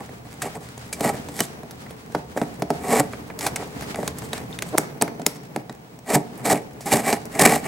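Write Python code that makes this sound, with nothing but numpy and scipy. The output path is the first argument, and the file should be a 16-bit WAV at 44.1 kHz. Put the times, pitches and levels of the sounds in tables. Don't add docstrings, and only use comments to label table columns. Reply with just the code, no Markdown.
import sys
import numpy as np
from scipy import signal
from scipy.fft import rfft, irfft, next_fast_len
from scipy.io import wavfile

SR = 44100
rng = np.random.default_rng(int(sys.argv[2]) if len(sys.argv) > 2 else 0)


def transcribe(signal):
    frames = np.atleast_2d(signal).T
    limited = np.clip(frames, -1, 1)
    pcm = np.round(limited * 32767).astype(np.int16)
    wavfile.write(sys.argv[1], SR, pcm)


N = 338247
TIME = np.arange(N) / SR

# (frequency [Hz], relative level [dB], T60 of the free ring [s])
BOX_MODES = [(144.3, -2.5, 0.13), (173.6, -9, 0.22), (191.3, -3.5, 0.13), (237.6, 1.5, 0.09),
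             (298.7, -3, 0.16), (339, -13, 0.15), (397.6, -2, 0.12), (448.3, -0.5, 0.088), (538, 4, 0.029),
             (589, -1, 0.057), (659, 1.5, 0.058), (726, 6.5, 0.033), (819.7, -2.5, 0.062), (934, -1, 0.036),
             (1126, -12, 0.038), (1291, -11, 0.052)]
# (frequency [Hz], relative density [dB per Hz])
CRACK_COLOUR = [(300, -13.5), (1000, 1), (2000, 4.5), (3000, -4.5), (5000, -2), (8000, -1.5), (11000, -6),
                (15500, -14)]
# (start [s], break [s], tearing at the break [dB], thump peak [dB])
SURGES = [(2.996, 3.005, -29.5, -12), (6.134, 6.158, -18.5, -7), (6.453, 6.464, -27, -32),
          (6.498, 6.532, -22, -7.5), (6.92, 6.94, -20, -5), (6.957, 6.973, -24.5, -20),
          (7.41, 7.424, -11.5, -10), (7.449, 7.463, -13.5, -5.5)]
# (time [s], flexing level ahead of flex_db [dB], hiss level ahead of hiss_db [dB])
FLEX_AND_HISS = [(0.0, -40.5, -54), (0.83, -43.5, -52), (1.15, -38, -49.5), (1.75, -41.5, -53),
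                 (2.22, -43, -52), (2.88, -36.5, -50.5), (3.27, -39, -51.5), (3.5, -35, -50.5),
                 (4.64, -38.5, -47), (4.93, -37.5, -58.5), (5.94, -47, -58.5), (6.3, -41, -56),
                 (6.86, -40.5, -55.5), (7.01, -49, -55), (7.18, -43.5, -55), (7.37, -36.5, -47),
                 (7.54, -39, -55), (7.67, -34.5, -46)]


def amp(db):
    return 10 ** (np.asarray(db) / 20)


def rms_one(x):
    return x / np.sqrt(np.mean(x ** 2) + 1e-20)


def at_hz(points, hz):
    points = np.array(points)
    return np.interp(np.log(np.maximum(hz, 1)), np.log(points[:, 0]), points[:, 1])


def level(rows, column=1):
    rows = np.array(rows)
    return amp(np.interp(TIME, rows[:, 0], rows[:, column], left=-120, right=-120))


def add(track, s, sound):
    start = int(np.clip(s * SR, 0, N - 1))
    track[start:start + len(sound)] += sound[:N - start]


def drift(rate):
    knots = rng.standard_normal(N // 8)
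    return rms_one(np.interp(TIME * rate, np.arange(len(knots)), knots))


def decay(t, t60):
    return np.exp(-np.log(1000) * t / t60)


def colour(x, spectrum, size=4096):
    log_gain = np.log(amp(at_hz(spectrum, np.fft.rfftfreq(size, 1 / SR))))
    cepstrum = irfft(log_gain)
    cepstrum[1:size // 2] *= 2
    cepstrum[size // 2 + 1:] = 0
    impulse = irfft(np.exp(rfft(cepstrum)))
    return signal.oaconvolve(x, impulse)[:len(x)]


def noise(spectrum):
    return rms_one(colour(rng.standard_normal(N), spectrum))


def diffuse(mid, side):
    # (frequency [Hz], gain [dB])
    side_share = [(100, -17), (300, -5.5), (700, -2), (1500, 4.5), (5000, 2), (14000, -2.5)]
    return mid + colour(side, side_share) * np.array([[1], [-1]])


def fibres(per_s, spread_db):
    sizes = amp(spread_db * np.minimum(rng.exponential(1, N), 4)) * rng.choice([-1, 1], N)
    return rms_one(sizes * (rng.random(N) < per_s / SR))


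def background(air_db=-54, hum_hz=120, hum_db=-53, whine_db=-67):
    # (frequency [Hz], relative density [dB per Hz])
    air_colour = [(20, -37), (50, 0), (80, -19), (100, -10), (135, 0.5), (180, -0.5), (400, -13.5),
                  (800, -6), (1300, -20.5), (3000, -23.5), (8000, -30), (15500, -44)]
    whine_hz = 15734
    air = amp(air_db) * diffuse(noise(air_colour), noise(air_colour))
    hum = amp(hum_db) * rms_one(np.sin(2 * np.pi * hum_hz * TIME))
    whine = amp(whine_db) * rms_one(np.sin(2 * np.pi * whine_hz * TIME))
    return air + hum + whine


def rumble(rumble_db=4.5):
    # (time [s], level ahead of rumble_db [dB])
    rumble_level = [(0.0, -55.5), (1.24, -51), (1.6, -59), (2.65, -51.5), (4.53, -48.5), (4.76, -59),
                    (5.55, -65), (7.37, -56), (7.48, -51), (7.67, -57)]
    # (frequency [Hz], relative density [dB per Hz])
    rumble_colour = [(20, -34), (42, -31), (60, 7.5), (76, 10.5), (100, 2), (125, 11), (180, -21),
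                     (500, -47)]
    return level(rumble_level) * amp(rumble_db) * noise(rumble_colour)


def recorder_hiss(hiss_db=-0.5, tick_db=-4.0, waver_db=3.75):
    # (frequency [Hz], relative density [dB per Hz])
    floor_colour = [(500, 1), (1200, 8.5), (2200, 3.5), (3000, 2), (5000, 0), (8500, -2.5), (12000, -9.5),
                    (15500, -12.5)]
    hiss = amp(hiss_db) * diffuse(noise(floor_colour), noise(floor_colour))
    clumps = amp(3.0 * drift(25) + 5.0 * drift(180))
    grains = fibres(per_s=700, spread_db=3.5) * clumps
    ticks = amp(tick_db) * rms_one(colour(grains, CRACK_COLOUR))
    waver = amp(waver_db * (drift(22) - .5))
    return level(FLEX_AND_HISS, 2) * waver * (hiss + ticks)


def flexing(flex_db=-0.5):
    # (frequency [Hz], relative density [dB per Hz])
    flex_colour = [(60, -20.5), (100, -12), (135, 3), (200, -0.5), (290, -3), (345, -9), (440, -3.5),
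                   (560, -12), (740, -11), (950, -15.5), (1400, -25), (2200, -25), (3500, -37.5)]
    waver = amp(1.8 * drift(30))
    strains = [fibres(per_s=2500, spread_db=2.5) for _ in range(2)]
    flex = diffuse(*[rms_one(colour(strain, flex_colour)) for strain in strains])
    return level(FLEX_AND_HISS) * amp(flex_db) * waver * flex


def stroke(bite_s, end_s, attack_s):
    attack_rise_db = 22.5
    release_s, drag_s = 0.0083, 0.029
    drag = amp(-8)
    rise = amp(attack_rise_db * np.clip((TIME - bite_s) / attack_s, -10, 0))
    after = np.clip(TIME - end_s, 0, 1)
    return rise * ((1 - drag) * np.exp(-after / release_s) + drag * np.exp(-after / drag_s))


def box(force, tilt_db=3.0):
    out = np.zeros(N)
    for k, (hz, db, t60) in enumerate(BOX_MODES):
        r = amp(-60 / (t60 * SR))
        w = 2 * np.pi * hz / SR
        gain = (-1) ** k * amp(db + tilt_db * np.log2(hz))
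        out += gain * signal.lfilter([1, 0, -1], [1, -2 * r * np.cos(w), r * r], force + 1e-18)
    return rms_one(out)


def sawing(hiss_db=0.5, surge_start=0.28, catch_db=1.14):
    # (full bite [s], end [s], attack [s], tearing [dB],
    # drive into the box over the tearing [dB], edge hiss over the tearing, ahead of hiss_db [dB])
    strokes = [(0.002, 0.007, 0.0057, -46.5, 14, -5), (0.254, 0.264, .01, -52, 9, -5),
               (0.421, 0.469, 0.0088, -34.5, 5.5, -4.5), (0.554, 0.556, .02, -41, 9.5, -3),
               (0.608, 0.658, .01, -53, 7, 1),           (1.056, 1.093, 0.095, -29, 8, -1.5),
               (1.135, 1.158, .03, -42.5, 8.5, -5), (1.388, 1.443, .09, -39.5, -3, 5.5),
               (2.367, 2.433, .02, -44, 6, -2.5), (2.929, 2.994, 0.11, -23, 7.5, -3),
               (3.421, 3.475, 0.032, -31.5, 0, -1), (3.606, 3.624, 0.061, -39, 12, -8),
               (3.968, 4.07, 0.034, -44, 8, -2.5), (4.24, 4.265, .04, -54, -6, 8.5),
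               (4.349, 4.378, .01, -37.5, -2, -7.5), (4.67, 4.696, 0.033, -52, 2, 6),
               (6.097, 6.163, 0.036, -29, 6.5, -2), (6.386, 6.406, .02, -46.5, 7, -6),
               (6.452, 6.534, 0.016, -27.5, 8, -1), (6.54, 6.575, .02, -31.5, 4, -5.5),
               (6.861, 7.007, 0.013, -32.5, 4.5, -1.5), (6.926, 6.938, .03, -16, -3, -3),
               (7.079, 7.113, 0.088, -24.5, 3.5, -3), (7.13, 7.136, .006, -25.5, 3, -2.5),
               (7.344, 7.385, 0.049, -35.5, 4.5, -4), (7.392, 7.561, .004, -21.5, 2, -3.5),
               (7.662, 7.68, 0.046, -31.5, 2, -6)]
    # (frequency [Hz], relative density [dB per Hz])
    rasp_colour = [(300, -26.5), (650, 6.5), (850, 10), (1400, -2.5), (1700, 2.5), (1950, 8.5), (2100, 4),
                   (2300, 8), (2500, 1), (2800, 1), (4000, -14), (7000, -21), (15000, -38.5)]
    hiss_colour = [(1500, -23.5), (3200, -7.5), (5000, -9.5), (6300, -10), (7400, -4.5), (8400, -3.5),
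                   (10500, -11), (12500, -10.5), (15500, -24.5)]

    effort, edge, drive = np.zeros((3, N))
    for bite_s, end_s, attack_s, db, grip_db, edge_db in strokes:
        push = amp(db) * stroke(bite_s, end_s, attack_s)
        effort = np.maximum(effort, push)
        edge = np.maximum(edge, amp(edge_db) * push)
        drive = np.maximum(drive, amp(grip_db) * push)
    for start, stop, db, _ in SURGES:
        surge = amp(db) * np.interp(TIME, [start, stop], [surge_start, 1], left=0, right=0)
        effort += surge
        edge += surge
        drive += surge

    ruptures = fibres(per_s=4500, spread_db=3.5) * amp(2.8 * drift(450))
    ruptures = ruptures * amp(catch_db * (drift(90) - 2.4))
    rasp = effort * rms_one(colour(ruptures, rasp_colour))
    edge_noise = ruptures + .5 * rng.standard_normal(N)
    hiss = amp(hiss_db) * edge * rms_one(colour(edge_noise, hiss_colour))
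    lag = np.exp(-1 / (0.0044 * SR))
    shake = signal.lfilter([1 - lag], [1, -lag], drive) * box(ruptures)
    return rasp + hiss + shake


def strays(count=60, per_s=4):
    over_hiss_db, spread_db = -4.5, 7.5
    bright_db, t60_s, thump_over_crack_db = 20, 0.031, -3.5
    times = np.cumsum(rng.uniform(.2, 1.8, count)) / per_s
    chance = rng.standard_normal((count, 2))
    rows = np.array(FLEX_AND_HISS)
    levels = np.interp(times, rows[:, 0], rows[:, 2]) + over_hiss_db + spread_db * chance[:, 0]
    return [(s, db, bright_db + spread_db * tilt, t60_s, db + thump_over_crack_db)
            for s, db, tilt in zip(times, levels, chance[:, 1]) if s < N / SR]


def crack(bright_db, t60, scatter_db=-3.0, tail_db=-27, tail_s=0.031, rise_s=0.000055,
          neutral_db=2.0, size=5000):
    t = np.arange(size) / SR
    fade = decay(t, t60) + amp(tail_db) * np.exp(-t / tail_s)
    burst = rng.standard_normal(size) * fade * (1 - np.exp(-t / rise_s))
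    tone = []
    for hz, db in CRACK_COLOUR:
        tilt_db = (bright_db - neutral_db) * np.log2(np.clip(hz, 1500, 8000)) / 2
        tone.append((hz, db + tilt_db + scatter_db * rng.standard_normal()))
    sound = colour(burst, tone)
    return sound / np.sqrt(np.sum(sound ** 2) / (.01 * SR))


def thump(centre_hz, focus_db=1.0, scatter_db=1.5, swell_cycles=0.61, hold=0.96, size=12000):
    t = np.arange(size) / SR
    hz, db, t60 = np.array(BOX_MODES).T[:, :, None]
    off_centre = np.log2(hz / centre_hz)
    strength = amp(db - focus_db * off_centre ** 2 + scatter_db * rng.standard_normal(hz.shape))
    envelope = (1 - np.exp(-t * hz / swell_cycles)) * decay(t, hold * t60)
    modes = np.sin(2 * np.pi * (hz * t + rng.random(hz.shape)))
    sound = np.sum(strength * envelope * modes, axis=0)
    return sound / np.abs(sound).max()


def snapping(thump_db=5.5, release_hz=260, strain_db=-13.0, strain_s=0.002, size=500):
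    # (time [s], crack level over 10 ms [dB], brightness [dB], crack T60 [s],
    # thump peak ahead of thump_db [dB])
    snaps = [(0.092, -47, -1, .014, -38), (0.3388, -48, 14, .019, -53), (0.4194, -24.5, 4, 0.054, -52),
             (0.778, -42, 9, .014, -34), (0.9277, -26, 8, 0.065, -33), (1.0077, -28, 3, 0.017, -19),
             (1.286, -39.5, 6, 0.039, -33), (1.3913, -28, 2, .05, -28), (1.4046, -18, 7, 0.014, -17),
             (1.633, -47, -7, 0.013, -34), (1.7095, -39.5, 9, 0.029, -50), (1.8621, -44, -17, .03, -53),
             (1.9073, -44, 2, 0.038, -36), (2.149, -26.5, -6.5, 0.025, -15), (2.374, -29, -3, 0.053, -17.5),
             (2.4154, -32, -6, 0.023, -14.5), (2.6214, -29.5, -1, .022, -18),
             (2.7036, -30, -2.5, 0.027, -13), (3.134, -34, -14, .03, -30.5), (3.3003, -37, -17, 0.042, -33),
             (3.39, -31.5, 7, .027, -36.5), (3.4088, -30, 1, 0.028, -41), (3.465, -21, -1, 0.056, -22),
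             (3.5594, -24, 0, 0.031, -48), (3.8222, -35.5, -3, 0.098, -33), (3.945, -35.5, -4, .024, -27.5),
             (3.9579, -34, -4, 0.016, -32), (3.9885, -45, -15, 0.018, -22.5), (4.0296, -36, -5, .024, -24),
             (4.0773, -24.5, 3.5, 0.018, -29), (4.1852, -34.5, 15, 0.033, -54), (4.221, -40, -9, .024, -47),
             (4.3309, -28.5, -1.5, 0.04, -25.5), (4.379, -37, 2, 0.024, -42),
             (4.5885, -32, -5.5, 0.017, -47), (4.6222, -25.5, -1, 0.022, -30),
             (4.7771, -27, 11, 0.013, -27), (4.7813, -13, 7.5, 0.015, -14), (5.0128, -25, 4, 0.038, -18.5),
             (5.022, -19, 6, 0.014, -14.5), (5.0784, -34, -10, .026, -28.5), (5.1967, -48, 2, .017, -27),
             (5.2175, -41.5, -3, 0.014, -33), (5.2641, -15.5, 10, 0.014, -18),
             (5.562, -30.5, -3.5, 0.0094, -19), (5.696, -39, -8, .023, -30.5),
             (5.9895, -48, 10, 0.013, -40.5), (6.807, -37, 7, 0.23, -37), (6.8586, -35, 19, .023, -30),
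             (7.1277, -21.5, -1, 0.015, -13), (7.2548, -40.5, 9, 0.0064, -34),
             (7.3945, -17.5, -1, .021, -13.5)]
    middling_thump_hz, middling_crack_db, crack_db_per_octave = 470, -34.5, 25
    plain_hold, bright_db_per_halving = 0.91, 16.5

    out = np.zeros(N)
    t = np.arange(size) / SR
    for s, db, bright_db, t60, body_db in list(snaps) + strays():
        body_hz = middling_thump_hz * 2 ** ((db - middling_crack_db) / crack_db_per_octave)
        hold = plain_hold * .5 ** (max(bright_db, 0) / bright_db_per_halving)
        fibre_noise = rms_one(colour(rng.standard_normal(size), CRACK_COLOUR))
        strain = fibre_noise * np.exp(-t[::-1] / strain_s)
        add(out, s - size / SR, amp(db + strain_db) * strain)
        add(out, s, amp(db) * crack(bright_db, t60))
        add(out, s - .0005, amp(body_db + thump_db) * thump(body_hz, hold=hold))
    for _, stop, _, body_db in SURGES:
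        add(out, stop - .003, amp(body_db) * thump(release_hz))
    return out


def twanging(size=2000):
    # (time [s], pitch [Hz], starting level [dB], T60 [s])
    twangs = [(0.93, 2320, -27, 0.059), (1.405, 2980, -16.5, 0.034), (4.332, 3820, -13, 0.0068),
              (4.528, 3630, -27.5, 0.018), (4.589, 3620, -25.5, 0.013), (5.014, 6350, -22, .018),
              (5.0224, 8350, -0.5, 0.0075), (5.265, 5150, -5, 0.0063), (5.265, 6800, -2.5, 0.0062),
              (5.561, 4000, -29, 0.015), (5.696, 3900, -30.5, .015)]
    out = np.zeros(N)
    t = np.arange(size) / SR
    for s, hz, db, t60 in twangs:
        add(out, s, amp(db) * np.sin(2 * np.pi * hz * t) * decay(t, t60))
    return out


def groaning(jitter=0.051, build_db=20.5, liner_hz=500, liner_t60=0.0042, lowest_hz=170, size=900):
    # (start [s], end [s], slips per second [1/s], level built up to, ahead of the gain in scene() [dB])
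    groans = [(2.36, 2.365, 210, -19), (4.727, 4.754, 310, -14)]
    out = np.zeros(N)
    t = np.arange(size) / SR
    push = np.sin(2 * np.pi * liner_hz * t) * decay(t, liner_t60) * (1 - np.exp(-t * liner_hz))
    push = signal.sosfilt(signal.butter(2, lowest_hz, "high", fs=SR, output="sos"), push)
    push /= np.abs(push).max()
    for start, end, per_s, db in groans:
        for s in np.arange(start, end, 1 / per_s):
            slip_db = db - build_db * (end - s) / (end - start)
            add(out, s + jitter / per_s * rng.standard_normal(), amp(slip_db) * push)
    return out


def room(x, first_s=0.00727, size=30000):
    # (frequency [Hz], T60 [s])
    room_t60 = [(150, 1), (700, 0.53), (2500, 0.38), (6000, 0.65), (14000, 0.2)]
    t, tail = np.arange(size) / SR, 0
    edges = np.geomspace(90, 17000, 9)
    for low, high in zip(edges, edges[1:]):
        bandpass = signal.butter(2, [low, high], "band", fs=SR, output="sos")
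        band = signal.sosfilt(bandpass, rng.standard_normal((2, size)))
        tail = tail + band * decay(t, at_hz(room_t60, np.sqrt(low * high)))
    tail = rms_one(tail * (t > first_s)) / np.sqrt(size)
    x = colour(x, [(150, -1.0), (700, 4.5), (2000, -0.5), (6000, -1.5), (14000, -71.0)])
    return diffuse(*[signal.oaconvolve(x, side)[:N] for side in tail])


def ports(x, lag_us=5.3, size=90):
    # (frequency [Hz], level [dB])
    balance = [(200, -.4), (700, -.7), (2000, .3), (5000, -1), (8500, -1.2), (13000, 2.5)]
    # (frequency [Hz], gain [dB])
    housing = [(200, -26), (1000, -21), (5000, -20), (9000, -15), (13000, -9)]
    scatter = rms_one(rng.standard_normal(size)) / np.sqrt(size)
    glance = colour(signal.oaconvolve(x, scatter)[:N], housing)
    left = colour(x + glance, [(hz, db / 2) for hz, db in balance])
    right = colour(x - glance, [(hz, -db / 2) for hz, db in balance])
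    padded = next_fast_len(N)
    delay = np.exp(-2j * np.pi * np.fft.rfftfreq(padded, 1 / SR) * lag_us * 1e-6)
    return np.array([left, irfft(rfft(right, padded) * delay, padded)[:N]])


def scene(saw_wet_db=-25.0, snap_wet_db=-19.5, groan_db=5.0):
    saw = sawing() + amp(groan_db) * groaning()
    snaps = snapping()
    direct = ports(saw + snaps + twanging())
    reflections = room(amp(saw_wet_db) * saw + amp(snap_wet_db) * snaps)
    return direct + reflections + flexing() + recorder_hiss() + rumble() + background()


def record(dry):
    top, cutoff_hz = 1.2, 16200
    rounded = top * np.tanh(dry / top)
    return signal.sosfilt(signal.ellip(10, .1, 80, cutoff_hz, fs=SR, output="sos"), rounded)


dry = scene()
out = record(dry)
transcribe(out)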